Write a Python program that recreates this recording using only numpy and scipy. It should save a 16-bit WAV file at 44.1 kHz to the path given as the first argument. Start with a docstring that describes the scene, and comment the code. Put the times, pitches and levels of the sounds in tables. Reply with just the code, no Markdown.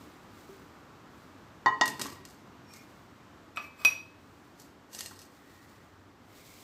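"""A steel saucepan knocks twice on a stone countertop and rattles as it is shifted; a metal strainer is set on a
ceramic cup, slides on the rim and drops home with a bright clink; later some light metalware scrapes.
Blows are short noise cracks plus fading sine modes; scrapes are gritty noise that sets the same modes singing.
A small hard kitchen answers each blow; squeaks, soft rubbing and a slowly sinking room noise lie underneath."""
import sys
import numpy as np
from scipy import signal
from scipy.fft import rfft, irfft, next_fast_len
from scipy.io import wavfile

SR = 44100
rng = np.random.default_rng(int(sys.argv[2]) if len(sys.argv) > 2 else 0)


def store_pcm(level_fs):
    """Save levels as 16-bit WAV."""
    pcm = np.round(np.clip(level_fs, -1, 1) * 32767).astype(np.int16)
    wavfile.write(sys.argv[1], SR, np.atleast_2d(pcm).T)


N = 292383
T = np.arange(N) / SR
RING_T = T[:SR // 2]  # the half second given to each ring

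# ways thin steel vibrates: (pitch_hz, time_to_fall_60_db_s, level_db)
THIN_STEEL_MODES = [(1868, 0.051, 3.5), (2790, 0.11, -1.5), (3800, 0.079, -10), (4300, 0.076, 2),
                    (4740, .06, -2), (5056, 0.13, -4), (6120, 0.048, -17.5), (6050, 0.054, 0),
                    (6760, 0.071, -5), (7050, .06, -17), (8100, 0.072, 1.5), (8300, 0.1, -3.5),
                    (10540, 0.069, -1.5), (12000, .05, 1), (13100, .05, -9)]
# colour of the noise when thin steel is touched: (frequency_hz, relative_level_db)
THIN_STEEL_COLOUR = [(30, -36), (200, 0.5), (1200, -7), (2500, -5), (4500, 1.5), (6500, 2), (8400, -0.5),
                     (9200, -11), (10400, -5), (13000, -3.5), (15500, -12.5)]


def amp(db):
    """Decibels to gain."""
    return 10 ** (np.asarray(db) / 20)


def unit(x):
    """Scale to an average strength (rms) of 1."""
    return x / np.sqrt(np.mean(x ** 2))


def fade(t60):
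    """Half a second of exponential decay that falls 60 dB in t60 seconds."""
    return np.exp(-np.log(1000) * RING_T / max(t60, 1e-3))


def colour(x, spectrum):
    """Shape a noise by (frequency_hz, level_db) points; rms 1."""
    point_hz, point_db = np.transpose(spectrum)
    size = next_fast_len(len(x))
    hz = np.maximum(np.fft.rfftfreq(size, 1 / SR), 1)
    gain = amp(np.interp(np.log(hz), np.log(point_hz), point_db))
    return unit(irfft(rfft(x, size) * gain, size)[:len(x)])


def walk(rate):
    """Random wander of spread near 1, with straight lines between `rate` new values per second."""
    knots = np.arange(0, T[-1] + 1, 1 / rate)
    return np.interp(T, knots, rng.standard_normal(len(knots)))


def waver(hz, width):
    """A tone whose strength and phase wander, faster for a larger width; rms 1."""
    phase = 2 * np.pi * hz * T
    return unit(walk(width) * np.cos(phase) + walk(width) * np.sin(phase))


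def grit(rough_db):
    """Noise whose strength jumps about like many tiny catches."""
    return rng.standard_normal(N) * amp(rough_db * walk(400))


def add(track, s, sound):
    """Mix a sound in at a time in seconds."""
    i = max(int(s * SR), 0)
    track[i:i + len(sound)] += sound[:N - i]


def ring(modes, place=0, detune=0):
    """Free vibration of a struck object; where it is struck decides how much each mode takes."""
    phase = 2 * np.pi * (1 + detune / 100) * RING_T  # detune in percent
    out = np.zeros(len(RING_T))
    for k, (hz, t60, *db) in enumerate(modes):
        level_db = db[0] + place * (db[-1] - db[0])
        sign = (-1) ** k
        out += sign * amp(level_db) * np.sin(hz * phase) * fade(t60)
    return out


def strikes(hits, modes, body, crack_t60, buzz_t60, buzz_db):
    """Each blow gives a crack, a short noisy buzz and a ring; softer contact takes the treble away."""
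    out = np.zeros(N)
    for s, ring_db, crack_db, contact_hz, *manner in hits:
        envelope = fade(crack_t60) + amp(buzz_db) * fade(buzz_t60)
        crack = colour(rng.standard_normal(len(RING_T)), body) * envelope
        blow = amp(ring_db) * ring(modes, *manner) + amp(crack_db) * crack
        contact = signal.butter(2, min(contact_hz, .45 * SR), fs=SR, output="sos")
        add(out, s, signal.sosfilt(contact, blow))
    return out


def strokes(rows, attack_s, release_s):
    """Strength of rubbing: each stroke builds up, holds and dies away; attack and release span 60 dB."""
    strength = np.zeros(N)
    for s, length, db in rows:
        before = np.maximum(s - T, 0) / attack_s
        after = np.maximum(T - s - length, 0) / release_s
        strength += amp(db) * np.exp(-np.log(1000) * (before + after))
    return strength


def scrape(strength, modes, body, ring_db):
    """Gritty friction that also sets the object's modes singing."""
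    force = grit(rough_db=4)
    singing = unit(signal.oaconvolve(force, ring(modes))[:N])
    return strength * (colour(force, body) + amp(ring_db) * singing)


def saucepan():
    """The pan lands on its edge, then its base, and rumbles over the stone."""
    # blows: (start_s, ring_db, crack_db, contact_treble_limit_hz, place from 0 edge to 1 base)
    pan_hits = [(1.66, -15, -16, 2560, 0.055), (1.6687, -24, -23, 1400, 0.72),
                (1.680, -23.5, -21, 1280, 0.61), (1.8118, -15.5, -16, 6440, 0.76),
                (1.858, -31.5, -30, 4000, 0.81), (1.996, -39, -34, 4000, 0.5),
                (2.056, -50, -30.5, 2520, 0.76), (2.160, -52, -53, 2500, 0.47),
                (5.110, -55, -37.5, 1800, 0)]
    # ways the pan vibrates: (pitch_hz, time_to_fall_60_db_s, edge_level_db, base_level_db)
    pan_modes = [(278.6, 0.46, -32.5, -19.5), (431.4, 0.42, -25.5, -23.5), (629, 0.12, -22, -20),
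                 (795, 0.05, -3.5, -6), (865, 0.072, 0, -2), (895, 0.061, 0, -5.5), (972, 0.062, 2.5, -8.5),
                 (1032, 0.15, -2, -2), (1047.4, 0.19, 3, -16), (1243, 0.24, -13.5, -19),
                 (1854, 0.24, -23, -10), (1909, 0.15, 0.5, 0.5), (1927, 0.144, -12, -17),
                 (1337, .22, -24, -26), (1785, .22, -20, -25), (2950, .3, -21, -36), (3650, .16, -15, -13),
                 (2866, 0.04, -22, -3.5), (4510, 0.056, -4, -14), (5050, .1, -38, -9),
                 (5210, 0.11, -32, -17), (6600, 0.27, -19, -31)]
    # colour of the crack and buzz of pan on stone: (frequency_hz, relative_level_db)
    pan_colour = [(30, -37), (90, -18), (190, -15), (320, -5), (520, -22.5), (850, -5), (1500, -3.5),
                  (2400, -29.5), (4500, -10.5), (7000, -10), (9500, -30), (15000, -40)]
    # drags over the stone: (start_s, hold_s, level_db)
    pan_drags = [(1.88, .008, -45), (2.01, 0.014, -43.5)]
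    load_detune = -0.49  # percent: the pan rings flatter the more of its base lies on the stone
    hits = [(*blow, place, load_detune * place) for *blow, place in pan_hits]
    blows = strikes(hits, pan_modes, pan_colour, crack_t60=0.024, buzz_t60=0.24, buzz_db=-19.0)
    # colour of the dragging noise: (frequency_hz, relative_level_db)
    rumble = [(40, -31), (90, -8.5), (300, -4.5), (600, -21.5), (1200, -17), (3000, -23.0), (10000, -39)]
    drag_strength = strokes(pan_drags, attack_s=0.14, release_s=0.61)
    return blows + scrape(drag_strength, pan_modes, rumble, ring_db=-8)


def strainer_on_cup():
    """The strainer touches the rim, slides along it and drops into the cup."""
    # blows: (start_s, ring_db, crack_db, contact_treble_limit_hz, place from 0 rim to rim to 1 seated)
    cup_hits = [(3.5607, -43, -47, 15000, 0.12), (3.5720, -32.5, -19.5, 2300, 0),
                (3.578, -49.5, -33.5, 2760, 0), (3.806, -43, -47.5, 1300, 0), (3.8492, -11, -15, 13700, 1)]
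    # ways cup and strainer rim vibrate: (pitch_hz, time_to_fall_60_db_s, rim_level_db, seated_level_db)
    cup_modes = [(656, 0.09, -10, -26), (1125, 0.14, -4, -32.5), (1186, 0.13, -2.5, -41),
                 (1238, 0.21, -7, -27), (2350, 0.43, -6, -26.5), (2457, 0.051, -22, -3),
                 (2520, 0.15, 1, 1.5), (2563, 0.5, -8, -22), (3620, .08, -16.5, -43),
                 (4600, 0.061, -40, -33), (5075, 0.14, -29.5, -33), (5737, .3, -13, -22),
                 (5781, .3, -12, -19), (7644, .3, -8, -36), (9717, .2, -17, -30), (11825, .14, -12, -25),
                 (8450, .16, -16, -38), (11360, 0.27, -18, -30)]
    # colour of the contact noise: (frequency_hz, relative_level_db)
    cup_colour = [(30, -43), (100, -24.5), (300, -9), (700, -4), (1250, 4), (1900, -4), (3000, -1),
                  (4700, -1), (6600, -9.5), (7600, -8.5), (9500, -18.5), (13500, -6), (15500, -8.5)]
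    # slides on the rim: (start_s, hold_s, level_db)
    rim_slides = [(3.625, .02, -54.5), (3.80, 0.063, -52)]
    blows = strikes(cup_hits, cup_modes, cup_colour, crack_t60=0.014, buzz_t60=0.29, buzz_db=-17.0)
    slide_strength = strokes(rim_slides, attack_s=0.1, release_s=0.16)
    return blows + scrape(slide_strength, cup_modes, cup_colour, ring_db=1.5)


def metalware():
    """Thin steel ticks and scrapes as it is handled."""
    # light metal ticks: (start_s, crack_db, ring_relative_to_crack_db)
    light_ticks = [(1.857, -30.5, -8), (1.8785, -24, -20), (1.9949, -35, -8), (2.0145, -25.5, -21),
                   (2.0179, -23.5, -20), (2.065, -37.5, -14), (2.127, -49.5, -5.5), (2.2520, -40, -16),
                   (2.737, -44, -15), (4.9485, -33.5, -17), (4.9885, -37, -18), (4.992, -33, -22),
                   (5.0072, -28, -17), (5.06, -33.5, -12), (5.191, -44.5, -15), (5.217, -45, -18)]
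    # scrapes: (start_s, hold_s, level_db)
    steel_scrapes = [(1.885, .004, -49.5), (2.02, 0.038, -46), (2.30, 0.014, -57.5), (2.70, .03, -62.5),
                     (2.75, 0.022, -62), (4.60, .015, -57), (4.938, .005, -47.5), (4.995, 0.046, -47),
                     (5.11, 0.028, -64), (5.2, .012, -58.5)]
    contact_hz = 12500  # treble limit set by the hardness of steel on steel
    hits = [(s, db + ring_db, db, contact_hz) for s, db, ring_db in light_ticks]
    ticks = strikes(hits, THIN_STEEL_MODES, THIN_STEEL_COLOUR, crack_t60=0.014, buzz_t60=0.22, buzz_db=-17.5)
    strength = strokes(steel_scrapes, attack_s=0.097, release_s=0.34)
    friction = scrape(strength, THIN_STEEL_MODES, THIN_STEEL_COLOUR, ring_db=-8.5)
    return ticks + catches(strength) + friction


def catches(strength):
    """Tiny ticks at random moments while steel scrapes, their strength following the scrape."""
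    catches_per_s, catch_db, spread_db, ring_db = 35, 1, 3.5, -11.5
    moments = rng.random(N) < catches_per_s / SR
    pulses = moments * strength * amp(catch_db + spread_db * rng.standard_normal(N))
    crack = colour(rng.standard_normal(len(RING_T)), THIN_STEEL_COLOUR) * fade(0.011)
    tick = crack + amp(ring_db) * ring(THIN_STEEL_MODES)
    return signal.oaconvolve(pulses, tick)[:N]


def knocks():
    """Soft bumps ring the counter; the near ones are fuller."""
    # bumps: (start_s, level_db, place from 0 far to 1 near)
    counter_knocks = [(.492, -42, 0), (1.997, -37, 0.57), (2.058, -37, 0.99), (2.124, -46.5, 1),
                      (2.201, -44, 0.69), (5.117, -45.5, 0.73)]
    # ways the counter vibrates: (pitch_hz, time_to_fall_60_db_s, far_level_db, near_level_db)
    counter_modes = [(90.6, 0.31, -22, -10), (200, .1, -8, -7), (279, 0.28, -18, -6),
                     (388, 0.24, 0.5, -11.5), (1140, 0.13, -32, 4)]
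    out = np.zeros(N)
    for s, db, place in counter_knocks:
        add(out, s, amp(db) * ring(counter_modes, place))
    return out


def squeaks():
    """Light friction that swells and fades in one narrow resonance."""
    # faint squeaks and swishes of things being moved: (start_s, length_s, pitch_hz, width_hz, level_db)
    faint_squeaks = [(0, 1.84, 1244, 600.3, -66), (2.64, 0.2, 5520, 224, -63.5),
                     (2.66, 0.22, 2410, 109, -63.5), (2.72, 0.14, 2180, 130.3, -63),
                     (5.148, 0.92, 1906, 278.6, -68), (6.217, 0.5, 2185, 522, -70)]
    out = np.zeros(N)
    for s, length, hz, width, db in faint_squeaks:
        swell = np.sin(np.pi * np.clip((T - s) / length, 0, 1))
        out += amp(db) * swell * waver(hz, width)
    return out


def rubbing():
    """A soft hiss of rubbing close by, under wavering pressure."""
    # rubs: (start_s, hold_s, level_db)
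    soft_rubs = [(0, .03, -61.5), (.38, 0.16, -63), (1.17, .04, -68), (2.82, 0.14, -67.5),
                 (4.22, .28, -70.5), (5.33, .04, -68), (5.5, 0.23, -65.5), (6.37, 0.3, -56)]
    # colour of the hiss: (frequency_hz, relative_level_db)
    rub_colour = [(500, 9), (1500, -21), (2100, 5.5), (2900, -1), (3900, 2.5), (6000, -0.5), (8300, -0.5),
                  (9300, -7), (11300, -5.5), (15500, -3)]
    uneven_db, uneven_per_s = 1.5, 30
    pressure = strokes(soft_rubs, attack_s=0.39, release_s=1.14) * amp(uneven_db * walk(uneven_per_s))
    return colour(grit(rough_db=1.5), rub_colour) * pressure


def room_noise():
    """Coloured noise that slowly sinks, with two low wavering drones."""
    # colour of the room noise: (frequency_hz, relative_level_db)
    air_colour = [(15, -52), (25, -21.5), (86, -2), (122, -3.5), (148, -4.5), (289, -1.5), (399, -6.5),
                  (445, -8.5), (614, -10.5), (1170, -9), (2300, -19.5), (7910, -31.5), (9550, -41),
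                  (13200, -36), (15500, -43)]
    # drones: (pitch_hz, width_hz, level_db)
    room_drones = [(96.8, 7.2, -70), (284, 30, -68.5)]
    start_db, fall_db_per_s = -53, 0.65
    level_db = start_db - fall_db_per_s * T + .5 * walk(6.5)
    air = colour(rng.standard_normal(N), air_colour) * amp(level_db)
    return air + sum(amp(db) * waver(hz, width) for hz, width, db in room_drones)


def wall_echoes(count=60):
    """One echo from each mirror image of the source in the walls, weaker with distance."""
    # kitchen along each axis: (room_size_m, source_m, microphone_m)
    kitchen_box = [(3.37, .42, .61), (2.29, .83, 1.07), (2.71, .93, 1.19)]
    k = np.arange(-count, count + 1)
    offsets = []
    for length, source, mic in kitchen_box:
        image = k * length + np.where(k % 2, length - source, source)
        offsets.append(image - mic)
    x, y, z = np.ix_(*offsets)
    metres = np.sqrt(x ** 2 + y ** 2 + z ** 2).ravel()
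    bounces = sum(np.ix_(abs(k), abs(k), abs(k))).ravel()
    sign = 1 - 2 * (bounces & 1)  # alternating signs keep the bass from piling up
    strength = (bounces > 0) * sign / metres  # the direct path is left out
    arrival = (metres / 343 * SR).astype(int)  # sound travels 343 m/s
    return np.bincount(arrival, strength)[:len(RING_T)]


def kitchen(x):
    """Direct sound, a few near reflections and a dense tail whose fading differs from band to band."""
    # reverberation: (octave_centre_hz, time_to_fall_60_db_s, level_db)
    room_bands = [(134, .6, -4.5), (257, 0.36, -4.5), (485, 0.37, 0), (985, 0.35, -3), (1830, 0.33, -4),
                  (4140, 0.46, -9), (8100, 0.38, -10.5), (15300, 0.41, -11)]
    # near reflections off the counter and tiles: (delay_s, level_db)
    near_echoes = [(.0031, -14.5), (.0083, -15), (0.0227, -15)]
    echoes, response = wall_echoes(), np.zeros(len(RING_T))
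    build_up = 1 - np.exp(-RING_T / 0.021)
    for hz, t60, db in room_bands:
        edges = [hz / np.sqrt(2), min(hz * np.sqrt(2), .45 * SR)]
        band = signal.butter(2, edges, "bandpass", fs=SR, output="sos")
        tail = echoes * fade(t60) * build_up
        response += amp(db) * signal.sosfilt(band, tail / np.linalg.norm(tail))
    for s, db in near_echoes:
        response[int(s * SR)] += amp(db)
    return x + signal.oaconvolve(x, response)[:N]


def scene():
    """Blows and scrapes answered by the kitchen, with squeaks, rubbing and room noise added directly."""
    objects = saucepan() + strainer_on_cup() + metalware() + knocks()
    return (kitchen(objects) * amp(-2.0) + squeaks() + rubbing() + room_noise())[None]


def record(dry):
    """Thin the deepest bass below 42 Hz and cut the top steeply above 15450 Hz."""
    thin = signal.sosfilt(signal.butter(3, 42, "highpass", fs=SR, output="sos"), dry)
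    return signal.sosfilt(signal.ellip(10, .2, 80, 15450, fs=SR, output="sos"), thin)


dry = scene()
out = record(dry)
store_pcm(out)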